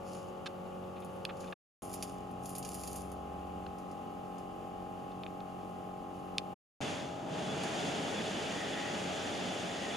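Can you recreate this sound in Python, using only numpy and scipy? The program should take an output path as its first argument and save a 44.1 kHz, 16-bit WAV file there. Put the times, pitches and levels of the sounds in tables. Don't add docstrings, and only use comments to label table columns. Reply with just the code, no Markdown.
import sys
import numpy as np
from scipy import signal
from scipy.fft import rfft, irfft, next_fast_len
from scipy.io import wavfile

SR = 44100
rng = np.random.default_rng(int(sys.argv[2]) if len(sys.argv) > 2 else 0)


def master_out(mix):
    frames = np.transpose(np.atleast_2d(mix))
    ceiling = np.clip(frames, -1, 1)
    pcm = np.round(ceiling * 32767).astype(np.int16)
    wavfile.write(sys.argv[1], SR, pcm)


def decibels_to_gain(level_db):
    exponent = np.asarray(level_db, float) / 20
    return 10 ** exponent


N = 439236


def rms_one(x):
    return x / np.sqrt(np.mean(x ** 2) + 1e-20)


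def in_time(rows, outside=None):
    time_s, *columns = np.transpose(rows)
    t = np.arange(N) / SR
    return [np.interp(t, time_s, column, outside, outside) for column in columns]


def at_hz(points, hz, column=1):
    points = np.array(points)
    return np.interp(np.log(hz + 1), np.log(points[:, 0]), points[:, column])


def drift(rate_hz):
    step = 40
    r = np.exp(-2 * np.pi * step * rate_hz / SR)
    noise = rng.standard_normal(N // step + 2002)
    slow = signal.lfilter([1], [1, -2 * r, r * r], noise)[2000:]
    return np.interp(np.arange(N) / step, np.arange(len(slow)), rms_one(slow))


def coloured(x, spectrum):
    size = next_fast_len(N)
    gain = decibels_to_gain(at_hz(spectrum, np.fft.rfftfreq(size, 1 / SR)))
    return irfft(rfft(x, size) * gain, size)[..., :N]


def resonance(x, hz, width_hz):
    r = np.exp(-np.pi * width_hz / SR)
    feedback = [1, -2 * r * np.cos(2 * np.pi * hz / SR), r * r]
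    return signal.lfilter([(1 - r * r) / 2, 0, (r * r - 1) / 2], feedback, x)


def narrow_noise(hz, width_hz, shape=N):
    once = resonance(rng.standard_normal(shape), hz, width_hz)
    return rms_one(resonance(once, hz, width_hz))


def spell_gain(start_s, length_s, level_db, rise_db_per_s, fall_db_per_s):
    t = np.arange(N) / SR
    rise_db = rise_db_per_s * (start_s - t)
    fall_db = fall_db_per_s * (t - start_s - length_s)
    return decibels_to_gain(level_db - np.maximum(0, np.maximum(rise_db, fall_db)))


# start_s, end_s, fade_out_s, pump_smear_rad
PLACES = [(0, 1.542, .014, -.18), (1.821, 6.544, .012, .08), (6.805, 9.97, .001, -.08)]


def place_index():
    switches_s = [end + .05 for start, end, fade, smear in PLACES]
    return np.searchsorted(switches_s, np.arange(N) / SR).clip(max=len(PLACES) - 1)


def place_gate():
    t = np.arange(N) / SR
    gate = np.zeros(N)
    for start, end, fade, smear in PLACES:
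        opening = np.clip((t - start) / 0.00026, 0, 1) ** 2
        gate += opening * np.clip((end - t) / fade, 0, 1)
    return gate


# hz, room, rush
LIKENESS = [(60, 0.58, 0.23), (150, 0.68, 0.85), (380, 0.2, 0.89), (950, 0.076, 0.3), (2400, 0.25, 0.52),
            (6000, 0.72, 0.9), (15000, .6, 0.58)]


def air(spectrum, levels_db, likeness_column, patchy_db):
    size = next_fast_len(N)
    hz = np.fft.rfftfreq(size, 1 / SR)
    alike = np.clip(at_hz(LIKENESS, hz, column=likeness_column), 0, 1)
    mid, side = rfft(rng.standard_normal((2, size)))
    stereo = np.sqrt(1 + alike) * mid + np.sqrt(1 - alike) * side * [[1], [-1]]
    stereo = decibels_to_gain(at_hz(spectrum, hz)) * stereo
    octave = np.clip(np.log2(hz / 1500 + 1e-9), -5.5, 3.5)
    together = drift(3.0)
    parts = [0, 0]
    for k in range(-6, 4):
        share = np.cos(np.pi / 2 * np.clip(octave - k - .5, -1, 1)) ** 2
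        flicker = decibels_to_gain(patchy_db * (0.58 * together + drift(20.0)))
        parts[k >= 0] = parts[k >= 0] + irfft(stereo * share, size)[:, :N] * flicker
    return sum(decibels_to_gain(level) * rms_one(part) for level, part in zip(levels_db, parts))


# hz, relative_db_per_hz
ROOM_COLOUR = [(15, -54.5), (25, -20.5), (130, -8), (180, -6), (229, -8), (591, -11.5), (818, -9.5),
               (936, -18.5), (1070, -16.5), (1520, -21.5), (2840, -20.5), (3920, -31), (9840, -36),
               (14400, -39), (16000, -37)]
# below_1500hz_db, above_1500hz_db
ROOM_LEVEL = [(-49.5, -63), (-50, -63), (-53, -65)]


def room():
    levels_db = np.array(ROOM_LEVEL)[place_index()].T
    floor = air(ROOM_COLOUR, levels_db, likeness_column=1, patchy_db=-0.5)
    hiss = narrow_noise(2863, 250, (2, N))
    hiss_db = levels_db[1] - 12 + 1.9 * drift(5.7)
    return floor + decibels_to_gain(hiss_db) * hiss


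# time_s, first_order_hz, first_order_db, second_order_db
ENGINE = [(1.82, 53.9, -69.5, -63.5), (2.2, 60, -61.5, -61.5), (2.6, 65.5, -70, -52),
          (2.75, 65.3, -57, -65.5), (2.95, 68.6, -53.5, -57), (3.5, 74.8, -52, -79),
          (3.72, 73.2, -57.5, -73.5), (3.85, 73.3, -73, -74)]


def engine():
    hz = in_time(ENGINE)[0]
    first_db, second_db = in_time(ENGINE, outside=-140)[1:]
    turn = 2 * np.pi * np.cumsum(hz) / SR
    return np.sqrt(2) * (decibels_to_gain(first_db) * np.sin(turn) + decibels_to_gain(second_db) * np.sin(2 * turn))


def causal_phase(levels_db):
    padded_db = np.r_[levels_db[0], levels_db, [levels_db[-1] - 10] * 4]
    shape = np.log(decibels_to_gain(padded_db))
    folded = irfft(shape)
    folded[1:len(shape) - 1] *= 2
    folded[len(shape):] = 0
    return rfft(folded).imag[1:len(levels_db) + 1]


# multiple, then left_db, right_db for each place
PUMP = [(1, -77, -79, -69, -71, -80, -82), (2, -64, -61, -64, -61, -61, -60),
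        (3, -82, -82, -71, -68, -82, -82), (4, -53, -53, -52, -52, -54, -54),
        (5, -65, -61, -58, -60, -82, -82), (6, -64, -65, -56, -57, -53, -54),
        (7, -63, -64, -60, -59, -58, -59), (8, -56, -55, -58, -59, -53, -56),
        (9, -68, -60, -59, -58, -82, -62), (10, -61, -58, -61, -62, -82, -60),
        (11, -59, -55, -67, -59, -65, -60), (12, -50, -55, -78, -58, -53, -60),
        (13, -63, -62, -56, -62, -53, -57), (14, -68, -65, -59, -60, -54, -52),
        (15, -67, -67, -71, -66, -57, -56), (16, -56, -68, -56, -58, -55, -61),
        (17, -63, -58, -52, -55, -56, -54), (18, -52, -70, -50, -53, -48, -58),
        (19, -58, -62, -82, -82, -69, -68), (20, -73, -71, -79, -82, -82, -68),
        (21, -76, -74, -71, -82, -82, -67), (22, -73, -74, -70, -77, -82, -68),
        (23, -62, -75, -59, -59, -61, -68), (24, -61, -71, -59, -73, -64, -82),
        (25, -60, -64, -63, -77, -81, -70), (26, -65, -68, -69, -82, -64, -82),
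        (27, -66, -70, -65, -65, -62, -68), (28, -75, -64, -69, -65, -62, -65),
        (29, -69, -72, -77, -79, -78, -80), (30, -75, -78, -82, -82, -82, -82),
        (31, -69, -72, -82, -82, -82, -82)]


def pump():
    stroke_hz = 45.83 * (1 + 1e-4 * drift(0.24))
    stroke = np.exp(2j * np.pi * np.cumsum(stroke_hz) / SR)
    table = np.array(PUMP)
    k = table[:, 0]
    right = np.array([[0], [1]])
    weights = []
    for n, (start, end, fade, smear_rad) in enumerate(PLACES):
        level_db = table[:, 1 + 2 * n:3 + 2 * n].T
        phase = np.array([causal_phase(db) for db in level_db])
        phase = phase + smear_rad * k * k
        phase = phase + 2.4 * (k % 2)
        phase = phase - .03 * right * k
        weights.append(np.sqrt(2) * decibels_to_gain(level_db) * np.exp(1j * phase))
    place = place_index()
    out = np.zeros((2, N))
    harmonic = np.ones(N)
    for weight in np.transpose(weights):
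        harmonic = harmonic * stroke
        waver = 1 + 0.13 * drift(1.9)
        out += (weight[:, place] * harmonic).real * waver
    return out


# hz, relative_db_per_hz
RUSH_COLOUR = [(35, -53), (60, -15.5), (79, -15.5), (193, 1), (389, -5), (437, 0), (492, -6), (698, -4),
               (1110, -12.5), (1250, -12), (3500, -15), (4030, -21.5), (6900, -23.5), (10500, -35.5),
               (16000, -63)]
# time_s, below_1500hz_db, above_1500hz_db
RUSH_LEVEL = [(6.81, -39, -43), (6.9, -40.5, -43.5), (7.15, -48.5, -55), (7.25, -44.5, -57),
              (7.36, -39, -47), (7.76, -39, -43), (9.96, -41.5, -44)]
# hz, resonator_width_hz, db_re_upper_rush
WHISTLES = [(2950, 37, -23), (3430, 54, -14.5)]
# start_s, length_s, level_db
SWELLS = [(8.63, .25, -48), (9.78, .13, -51.5)]
# time_s, level_db
THRUM = [(6.806, -49), (7.716, -49.5), (8.2, -56)]


def rush():
    low_db, high_db = in_time(RUSH_LEVEL, outside=-140)
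    out = air(RUSH_COLOUR, (low_db, high_db), likeness_column=2, patchy_db=0.65)
    for hz, width_hz, relative_db in WHISTLES:
        whistle_db = relative_db + high_db + 2.5 * drift(6.9)
        out = out + decibels_to_gain(whistle_db) * narrow_noise(hz, width_hz)
    swell = sum(spell_gain(*row, rise_db_per_s=104, fall_db_per_s=98) for row in SWELLS)
    out = out + swell * decibels_to_gain(2.0 * drift(8.0)) * narrow_noise(1904, 240)
    thrum_db = in_time(THRUM, outside=-140)[0]
    return out + decibels_to_gain(thrum_db) * narrow_noise(150, 64.0)


# start_s, peak_db, contact_ms, softness_cut_hz, body_below_2khz_db
TAPS = [(0.459, -31.5, 21, 8000, 4), (.839, -52, 7.2, 4000, -2), (.96, -50, 38, 3500, 0),
        (1.02, -51.5, 25, 3540, -4), (1.251, -24, 2.5, 14230, -8), (1.291, -37.5, 24, 2830, 2.5),
        (1.43, -44, 36, 2790, 3), (1.47, -49, 25, 4000, -6.5), (1.524, -34, 11, 2920, 1),
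        (3.664, -39.5, 4.4, 5000, 13), (5.115, -54, 10, 8000, -12), (5.2346, -32, .3, 3600, -6),
        (5.264, -32, 0.29, 3330, -6), (5.404, -41, .3, 4000, -0.5), (6.3821, -14, .3, 9000, -11.5)]
# hz, level_db, t60_s
TAP_MODES = [(1180, -11, 0.022), (1610, -6, 0.0087), (2250, -1, 0.0051), (2574, -0.5, .009),
             (3080, -5.5, 0.01), (3600, -3, 0.012), (4250, -4.5, 0.0097), (4680, -7, .007),
             (5400, -4.5, 0.0059), (6980, -7.5, 0.002), (9500, -2.5, 0.0015), (13000, -13.5, 0.0019)]


def taps():
    out = np.zeros(N)
    for start_s, peak_db, contact_ms, cut_hz, body_db in TAPS:
        length = int(np.clip(contact_ms * SR / 1000, 8, 1500))
        envelope = np.sin(np.pi * (np.arange(length) / length) ** 0.55)
        push = np.zeros(3000)
        push[:length] = .5 * rng.standard_normal(length) * envelope
        push[4] += 3.0
        push = signal.lfilter(*signal.butter(4, cut_hz, fs=SR), push)
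        sound = 0
        for k, (hz, level_db, t60_s) in enumerate(TAP_MODES):
            r, w = decibels_to_gain(-60 / (t60_s * SR)), 2 * np.pi * hz / SR
            ring = signal.lfilter([0, np.sin(w)], [1, -2 * r * np.cos(w), r * r], push)
            sound = sound + (-1) ** k * decibels_to_gain(level_db + body_db * (hz < 2000)) * ring
        first = int(start_s * SR)
        out[first:first + 3000] += decibels_to_gain(peak_db) * sound / np.abs(sound).max()
    t = np.arange(4000) / SR
    walls = rng.standard_normal((2, 4000)) * decibels_to_gain(-60 * t / 0.045) * (t > .003)
    tail = signal.fftconvolve(out[None], walls, axes=1)[:, :N]
    return out * decibels_to_gain([[-1.0], [1.0]]) + decibels_to_gain(-33.0) * tail


def bursts(clicks, t60_s):
    envelope = signal.lfilter([1], [1, -decibels_to_gain(-60 / (t60_s * SR))], clicks + 1e-18)
    return envelope * rng.standard_normal((2, N))


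# hz, relative_db_per_hz
SIZZLE_COLOUR = [(880, -42), (1500, -22.5), (2160, -16.5), (2490, -11.5), (3960, -17.5), (4920, -9.5),
                 (5330, -10), (6240, -12.5), (6830, -9), (8000, -17), (10200, -5), (11300, -13.5),
                 (13100, -12.5), (14900, -30.5), (16000, -28.5)]


def fizz():
    sizes = decibels_to_gain(5.0 * np.minimum(rng.exponential(1, N), 3))
    median_per_s = 160
    born = rng.random(N) < median_per_s * decibels_to_gain(4.0 * drift(20.0)) / SR
    steam = bursts(sizes * born, t60_s=0.0095) + rng.standard_normal((2, N))
    return rms_one(coloured(steam, SIZZLE_COLOUR))


# start_s, drive_db, tilt_to_low_treble_db
SPITS = [(0.086, -46, 5), (0.1321, -40, 2), (0.187, -45, 5), (1.003, -42, 0.5), (1.047, -39, -2.5),
         (1.369, -46.5, 8), (1.4067, -41, 12), (1.9306, -29, 1), (1.94, -25, -4.5), (2.0255, -18, 1.5),
         (2.1216, -46, -4), (2.312, -45, -3), (2.4568, -27, -1), (2.4929, -29, -4), (2.552, -24.5, -1),
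         (2.5628, -33.5, 2), (2.583, -27.5, -9.5), (2.627, -28.5, 4), (2.649, -26, 4), (2.744, -25.5, -4.5),
         (2.836, -27, 1), (2.875, -24, -0.5), (2.9603, -28.5, -6.5), (3.1183, -34.5, -2.5),
         (3.7848, -41, 3), (3.9144, -43, 5), (4.3832, -47.5, 12.5), (7.6353, -35.5, 14)]
# start_s, length_s, drive_db, tilt_to_low_treble_db
BOILS = [(0.072, 0.11, -66, 9), (1.003, 0.17, -81, -7), (1.4, 0.066, -69.5, 9), (1.805, 0.021, -55.5, -4),
         (1.918, 0.18, -62.5, 4.5), (2.453, 0.078, -58, -2), (2.68, .3, -54.5, -0.5),
         (6.147, 0.029, -74, 4.5)]


def flux():
    boiling = fizz()
    spit_s, drive_db, tilt_db = np.transpose(SPITS)
    out = 0
    for sign, edges_hz in ((1, [1800, 8000]), (-1, [8000, 16000])):
        clicks = np.zeros(N)
        clicks[(spit_s * SR).astype(int)] = decibels_to_gain(drive_db + sign * tilt_db)
        puff = bursts(clicks, t60_s=0.005) + decibels_to_gain(-6.5) * bursts(clicks, t60_s=0.086)
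        puff = coloured(puff, SIZZLE_COLOUR)
        boil = sum(spell_gain(start_s, length_s, db + sign * tilt, rise_db_per_s=398, fall_db_per_s=133)
                   for start_s, length_s, db, tilt in BOILS)
        band = signal.butter(2, edges_hz, "band", fs=SR, output="sos")
        out = out + sign * signal.sosfilt(band, puff + boil * boiling)
    centre, spread = out
    return centre * decibels_to_gain([[-.6], [.6]]) + .3 * spread * [[1], [-1]]


def scene():
    return place_gate() * (room() + engine() + pump() + rush() + taps() + flux())


def roll_off(x):
    return signal.sosfilt(signal.butter(12, 16410, fs=SR, output="sos"), x)


# hz, gain_db
MICROPHONE = [(1500, 0), (2200, -2), (2850, 1.5), (3600, 0.5), (4050, -1), (4700, 1.5), (5600, -2),
              (6700, 3), (7400, 1), (7900, -4.5), (8300, -1), (9000, -1.5), (9800, 1.5), (11500, -1),
              (15000, -1.5), (15700, -31.5)]


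def record(dry):
    mix = coloured(dry, MICROPHONE)
    return roll_off(mix)


dry = scene()
out = record(dry)
master_out(out)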